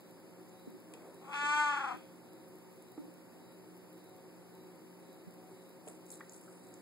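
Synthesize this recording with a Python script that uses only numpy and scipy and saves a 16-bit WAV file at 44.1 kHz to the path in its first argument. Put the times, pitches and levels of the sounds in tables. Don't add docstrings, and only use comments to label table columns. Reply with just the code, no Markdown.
import sys
import numpy as np
from scipy import signal
from scipy.fft import rfft, irfft
from scipy.io import wavfile
from scipy.ndimage import uniform_filter1d

SR = 44100
rng = np.random.default_rng(int(sys.argv[2]) if len(sys.argv) > 2 else 0)


def wav_record(signal):
    frames = np.transpose(np.atleast_2d(signal))
    bounded = np.clip(frames, -1, 1)
    quanta = np.round(bounded * 32767).astype(np.int16)
    wavfile.write(sys.argv[1], SR, quanta)


def field_ratio(decibels):
    return 10 ** (np.asarray(decibels, dtype=float) / 20)


N = 300497


def evened(x):
    return x / np.sqrt(np.mean(x ** 2) + 1e-20)


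def read(points, hz):
    f, value = np.transpose(points)
    return np.interp(np.log(hz + 1), np.log(f + 1), value)


def add(mix, start_s, sound):
    part = mix[:, round(start_s * SR):][:, :sound.shape[1]]
    part += sound[:, :part.shape[1]]


def resonate(x, hz, width_hz):
    turn = np.exp(2j * np.pi * np.cumsum(hz * np.ones(x.shape[-1])) / SR)
    r = np.exp(-np.pi * width_hz / SR)
    return 2 * (turn * signal.lfilter([1 - r], [1, -r], x / turn)).real


def resonate_twice(x, hz, width_hz):
    return resonate(resonate(x, hz, width_hz), hz, width_hz)


def drift(size, hz):
    span = max(int(SR / hz / 2), 1)
    return evened(uniform_filter1d(uniform_filter1d(rng.standard_normal(size), span), span))


def coloured(points):
    hz = np.fft.rfftfreq(N, 1 / SR)
    return irfft(rfft(rng.standard_normal(N)) * field_ratio(read(points, hz)) * np.sqrt(SR / 2), N)


def throat(drive, modes, mouth=1):
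    out = 0
    for k, (hz, width_hz, db) in enumerate(modes):
        once = resonate(drive, hz * mouth, 1.27 * width_hz)
        out = out + (-1) ** k * field_ratio(db) * resonate(once, hz * mouth, 1.28 * width_hz)
    return out


def vocal_folds(hz, breath, dip):
    jitter = 0.055 * breath * drift(len(hz), 153)
    turns = np.cumsum(hz * (1 - dip + jitter)) / SR
    harmonics = (np.cos(2 * np.pi * k * turns) / (1 + (k / 29.0) ** 12) for k in range(1, 36))
    folds = evened(sum(harmonics))
    puffs = evened((0.19 + np.exp(-(turns % 1) / 0.16)) * rng.standard_normal(len(hz)))
    return folds, puffs


# [t/s, effort/dB, pitch f/Hz, mouth opening/factor on throat f]
CALL = [
    (1.21, -61.5, 274.5, 0.73),
    (1.318, -45, 278.9, 0.93),
    (1.36, -38, 286.3, 1.03),
    (1.51, -30.5, 294.7, 1.056),
    (1.599, -29.5, 297.8, 1.046),
    (1.69, -31.5, 292.1, 1.02),
    (1.8, -35.5, 275.1, 1.025),
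    (1.92, -40, 248.6, 0.87),
    (1.967, -57, 239, 0.79),
]
# [t of a pitch dip/s, rate f/Hz, level dip/dB per unit depth]
TRILL = (1.725, 28.6, 35)
# [f/Hz, width/Hz, level/dB]
THROAT_LOW = [(290, 224, -17), (896, 181, 1.5), (1212, 233, 0), (1475, 300, 0)]
# [f/Hz, width/Hz, level/dB]
THROAT_HIGH = [(2050, 590, -14.5), (2494, 354, -7.5), (3315, 320, -13.5), (4420, 780, -25),
               (5610, 620, -28.5)]
# [f/Hz, width/Hz, level/dB]
THROAT_TOP = [(6550, 410, -20.5), (8140, 1450, -23)]


def meow():
    lips_open_s, lips_snap_s, shut_db = 1.325, 0.007, -12
    trill_start_s, trill_grow_s = 1.69, 0.13
    s, *columns = np.transpose(CALL)
    t = np.arange(s[0], s[-1], 1 / SR)
    effort_db, hz, mouth = (np.interp(t, s, c) for c in columns)

    shut = 1 / (1 + np.exp((t - lips_open_s) / lips_snap_s))
    late_shut = 1 / (1 + np.exp((t - lips_open_s - 0.028) / lips_snap_s))
    bright_db = 3.5 + shut_db * shut - 17.5 * (t - lips_open_s)
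    trill = np.clip((t - trill_start_s) / trill_grow_s, 0, 1)
    sheen_db = -0.5 + shut_db * (late_shut - shut) - 4.6 * np.sqrt(trill)

    leak = 0.13 * np.maximum(-36.5 - effort_db, 0) * (1 - 0.41 * trill)
    breath = np.minimum(0.06 + leak + 0.2 * np.sqrt(trill), 0.75)

    dip_s, trill_hz, dip_db = TRILL
    beat = 2 * np.pi * trill_hz * (t - dip_s)
    wave = np.cos(beat) + 0.21 * np.sin(2 * beat)
    dip = (0.003 + 0.055 * trill) * wave

    folds, puffs = vocal_folds(hz, breath, dip)
    low = folds + 0.6 * breath * puffs
    high = folds + 3.0 * breath * puffs
    top = folds + (0.5 + 4 * breath) * puffs
    shine = throat(high, THROAT_HIGH) + field_ratio(sheen_db) * throat(top, THROAT_TOP)
    voice = throat(low, THROAT_LOW, mouth) + field_ratio(bright_db) * shine

    shimmer_db = 0.65 * drift(len(t), 63)
    out = np.zeros(N)
    start = round(s[0] * SR)
    out[start:start + len(t)] = -field_ratio(effort_db - dip_db * dip + shimmer_db + 7.5) * voice
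    return out


# [f/Hz, level/dB]
SHADE = [(300, -0.5), (1200, -5), (2200, -11.5), (3500, -10), (8000, -31), (14000, -18)]


def at_capsules(x, lag_samples=9.97):
    hz = np.fft.rfftfreq(N, 1 / SR)
    lag = np.exp(-2j * np.pi * hz * lag_samples / SR)
    far = irfft(rfft(x) * field_ratio(read(SHADE, hz)) * lag, N)
    return np.array([x, far])


# [f/Hz, t60/s]
WALLS = [(200, 0.51), (1000, 0.15), (4000, 0.66), (12000, 0.17)]


def walls(x):
    taps = np.zeros((2, SR // 2))
    slots = np.arange(120, SR // 2 - 20, 20)
    at = slots + rng.integers(0, 20, (2, len(slots)))
    np.put_along_axis(taps, at, rng.choice([-1., 1.], at.shape), 1)
    hz, t, z = signal.stft(taps, SR, nperseg=256)
    fade = field_ratio(-60 * t / read(WALLS, hz)[:, None])
    tail = signal.istft(z * fade, SR, nperseg=256)[1]
    return signal.fftconvolve(x[None], tail / np.linalg.norm(tail[0]), axes=1)[:, :N]


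def hits(rows, t60_s, lift_db, spread, snap):
    out, t = np.zeros((2, N)), np.arange(4000) / SR
    noises = rng.standard_normal((len(rows), 3, len(t)))
    for (s, db, hz, side), noise in zip(rows, noises):
        burst = (noise[0] + min(hz / 3000, 1) * noise[1:]) * field_ratio(-60 * t / max(t60_s, 0.004))
        burst += snap * (t == 0)
        ring = resonate_twice(burst, hz, spread * hz)
        side_db = 12.0 * np.clip(side, -1, 1) * np.array([[1], [-1]])
        add(out, s, field_ratio(db + lift_db + side_db) * ring / abs(ring).max())
    return out


# [t/s, peak level/dB, ring f/Hz]
TICKS = [(0.4943, -52, 7150), (0.9373, -41, 8200), (1.1445, -49, 9410), (2.823, -48, 10200),
         (5.001, -59, 9740), (5.8775, -40, 8000), (6.065, -46.5, 7700), (6.1037, -36, 7400),
         (6.125, -37, 11500), (6.138, -56, 7150), (6.1538, -51, 7340), (6.1993, -51, 7000),
         (6.2954, -39.5, 6800), (6.3226, -43, 7360), (6.3357, -42, 9200), (6.343, -41.5, 6500),
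         (6.3787, -56, 7810), (6.4118, -45, 10400), (6.437, -51, 7450), (6.669, -48, 7440),
         (6.7402, -41, 7600)]


def ticks():
    rows = [(*row, 0.21) for row in TICKS]
    return hits(rows, 0.014, -4.3, 0.32, 6.6)


# [t/s, peak level/dB, ring f/Hz, side -1..1]
KNOCKS = [(.672, -48.5, 214, 0.84), (.739, -57, 250, 1), (.937, -52.5, 2730, .45), (1.019, -64, 2000, 0.61),
          (1.431, -43.5, 326, 0.35), (1.94, -42.5, 264, 0.35), (2.976, -35.5, 290, 0.019),
          (2.978, -54, 950, .1), (3.079, -48.5, 358, .1), (5.097, -53, 372, .1), (5.27, -51.5, 180, 0.7),
          (5.872, -40.5, 472, .05), (5.876, -55.5, 2830, 0.71), (6.062, -57, 397, .1),
          (6.13, -58.5, 3750, 0.26), (6.205, -48.5, 1060, .1), (6.207, -46.5, 1690, .02),
          (6.479, -56, 1220, .1)]


def knocks():
    return hits(KNOCKS, 0.042, 0.11, 0.39, 6.8)


# [t of crest/s, length/s, hiss level/dB, rumble level/dB]
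RUSTLE = [
    (0.946, 0.22, -82, -56),
    (1.07, 0.19, -79, -56.5),
    (5.53, .2, -74, -61),
    (5.887, 0.083, -62.5, -54),
    (6.124, 0.07, -55, -70),
    (6.343, 0.084, -63.5, -70),
    (6.522, 0.37, -70.5, -65),
    (6.81, 0.23, -77, -82),
]


def rustle():
    t = np.arange(N) / SR
    crest_s, length_s, hiss_db, rumble_db = np.transpose(RUSTLE)[:, :, None]
    after, before = (t - crest_s) / length_s, (crest_s - t) / (0.48 * length_s)
    stroke_db = -16.5 * np.maximum(after, before)
    noise = rng.standard_normal((3, N))
    hiss = evened(resonate_twice(noise[:2], 8700, 2900)) * field_ratio(3.9 * drift(N, 160))
    rumble = evened(resonate_twice(noise[2], 330, 350))
    return hiss * field_ratio(hiss_db + stroke_db).sum(0) + rumble * field_ratio(rumble_db + stroke_db).sum(0)


def crackle(per_s=30):
    size = field_ratio(7.2 * np.minimum(rng.exponential(1, (2, N)), 3))
    size = size * (rng.random((2, N)) < per_s / SR)
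    return field_ratio(-59.5) * resonate_twice(size, 13000, 7000)


# [f/Hz, density level/dB per Hz]
SHARED = [(30, -105), (60, -98), (110, -83), (250, -81), (420, -88), (700, -97), (1100, -103), (1500, -108),
          (2400, -110), (3500, -115), (5800, -118), (9300, -113), (13000, -115), (16000, -116)]
# [f/Hz, density level/dB per Hz]
APART = [(30, -112), (70, -102), (120, -96.5), (250, -94.5), (500, -98.5), (900, -100), (1300, -104),
         (2000, -107), (3500, -114), (5800, -118), (9300, -113), (13000, -115), (16000, -115)]
# [f/Hz, width/Hz, level/dB]
ROOM_MODES = [(317.7, 8.5, -60.5), (372.6, 9.2, -60.5), (533.4, 6.7, -67.5), (905, 43, -77)]
# [f/Hz, level/dB, waver/dB]
HUM = [(120.5, -68, 1.2), (177.6, -57.5, 2.07), (235, -71.5, 2), (748, -77.5, 4)]


def fridge():
    shared = coloured(SHARED) * field_ratio(0.12 * drift(N, 18))
    for hz, width_hz, db in ROOM_MODES:
        shared += field_ratio(db) * evened(resonate(rng.standard_normal(N), hz, width_hz))
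    for hz, db, waver_db in HUM:
        turns = np.cumsum(hz * (1 + 0.00602 * drift(N, 5.34))) / SR
        level = field_ratio(db + waver_db * drift(N, 5.2))
        shared += level * np.sqrt(2) * np.cos(2 * np.pi * turns)
    apart = coloured(APART)
    return np.array([shared + apart, shared - apart])


# [f/Hz, width/Hz, level/dB, pulse spread/s]
CHIRP = (3895, 189, -79.5, 0.0842)
# [f/Hz, width/Hz, level/dB]
CHORUS = (4864, 490, -81.5)


def crickets():
    first_s, every_s, hurry_s = 0.016, 0.604, 0.0041
    t = np.arange(N) / SR
    k = np.arange(13)[:, None]
    pulse_s = first_s + every_s * k - hurry_s * k ** 2
    pulse = np.exp(-0.5 * ((t - pulse_s) / CHIRP[3]) ** 2).sum(0)
    out = np.zeros((2, N))
    for (hz, width_hz, db), swell in ((CHIRP[:3], pulse), (CHORUS, 1)):
        out += field_ratio(db) * swell * evened(resonate_twice(rng.standard_normal((2, N)), hz, width_hz))
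    return out


def scene():
    cat = meow()
    small = ticks() + knocks()
    room = field_ratio(-10.0) * walls(cat) + field_ratio(-7) * walls(small.mean(0))
    return at_capsules(cat) + small + room + rustle() + crackle() + fridge() + crickets()


# [f/Hz, level/dB]
LIMIT = [(1400, -100), (3000, -101), (6000, -104), (9000, -103), (12000, -103), (15000, -102)]


def band_gate(x, follow=0.18, wobble_db=1.5, top_hz=15760, loud_top_hz=14700):
    mid_side = np.array([x[0] + x[1], x[0] - x[1]]) / 2
    hz, t, z = signal.stft(mid_side, SR, nperseg=2048, noverlap=1536)
    power = abs(z) ** 2
    over_db = np.maximum(10 * np.log10(power[0].sum(0) + 1e-12) + 52, 0)
    frame_db = np.repeat(wobble_db * rng.standard_normal(len(t)), 2)[:len(t)]
    rise_db = follow * over_db * (hz[:, None] / 15000) ** 2
    limit_db = read(LIMIT, hz)[:, None] - 1.2 + frame_db + rise_db
    band = np.arange(len(hz)) // 16
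    band_power = np.add.reduceat(power, np.arange(0, len(hz), 16), axis=1)[:, band] / 16
    band_db = 10 * np.log10(band_power + 1e-20)
    keep = np.clip(band_db - limit_db, 0, 1) + (hz[:, None] < 1200)
    keep *= hz[:, None] < np.where(over_db > 6, loud_top_hz, top_hz)
    gated = z * np.minimum(keep, 1)
    mid, side = signal.istft(gated, SR, nperseg=2048, noverlap=1536)[1][:, :N]
    return np.array([mid + side, mid - side])


def band_limit(x):
    return signal.sosfilt(signal.butter(12, 15960, fs=SR, output="sos"), x)


def record(dry):
    delay_samples, gain = 15, 0.985
    late = np.pad(dry, ((0, 0), (delay_samples, 0)))[::-1, :N]
    mix = band_gate(dry - gain * late)
    return band_limit(mix)


dry = scene()
out = record(dry)
wav_record(out)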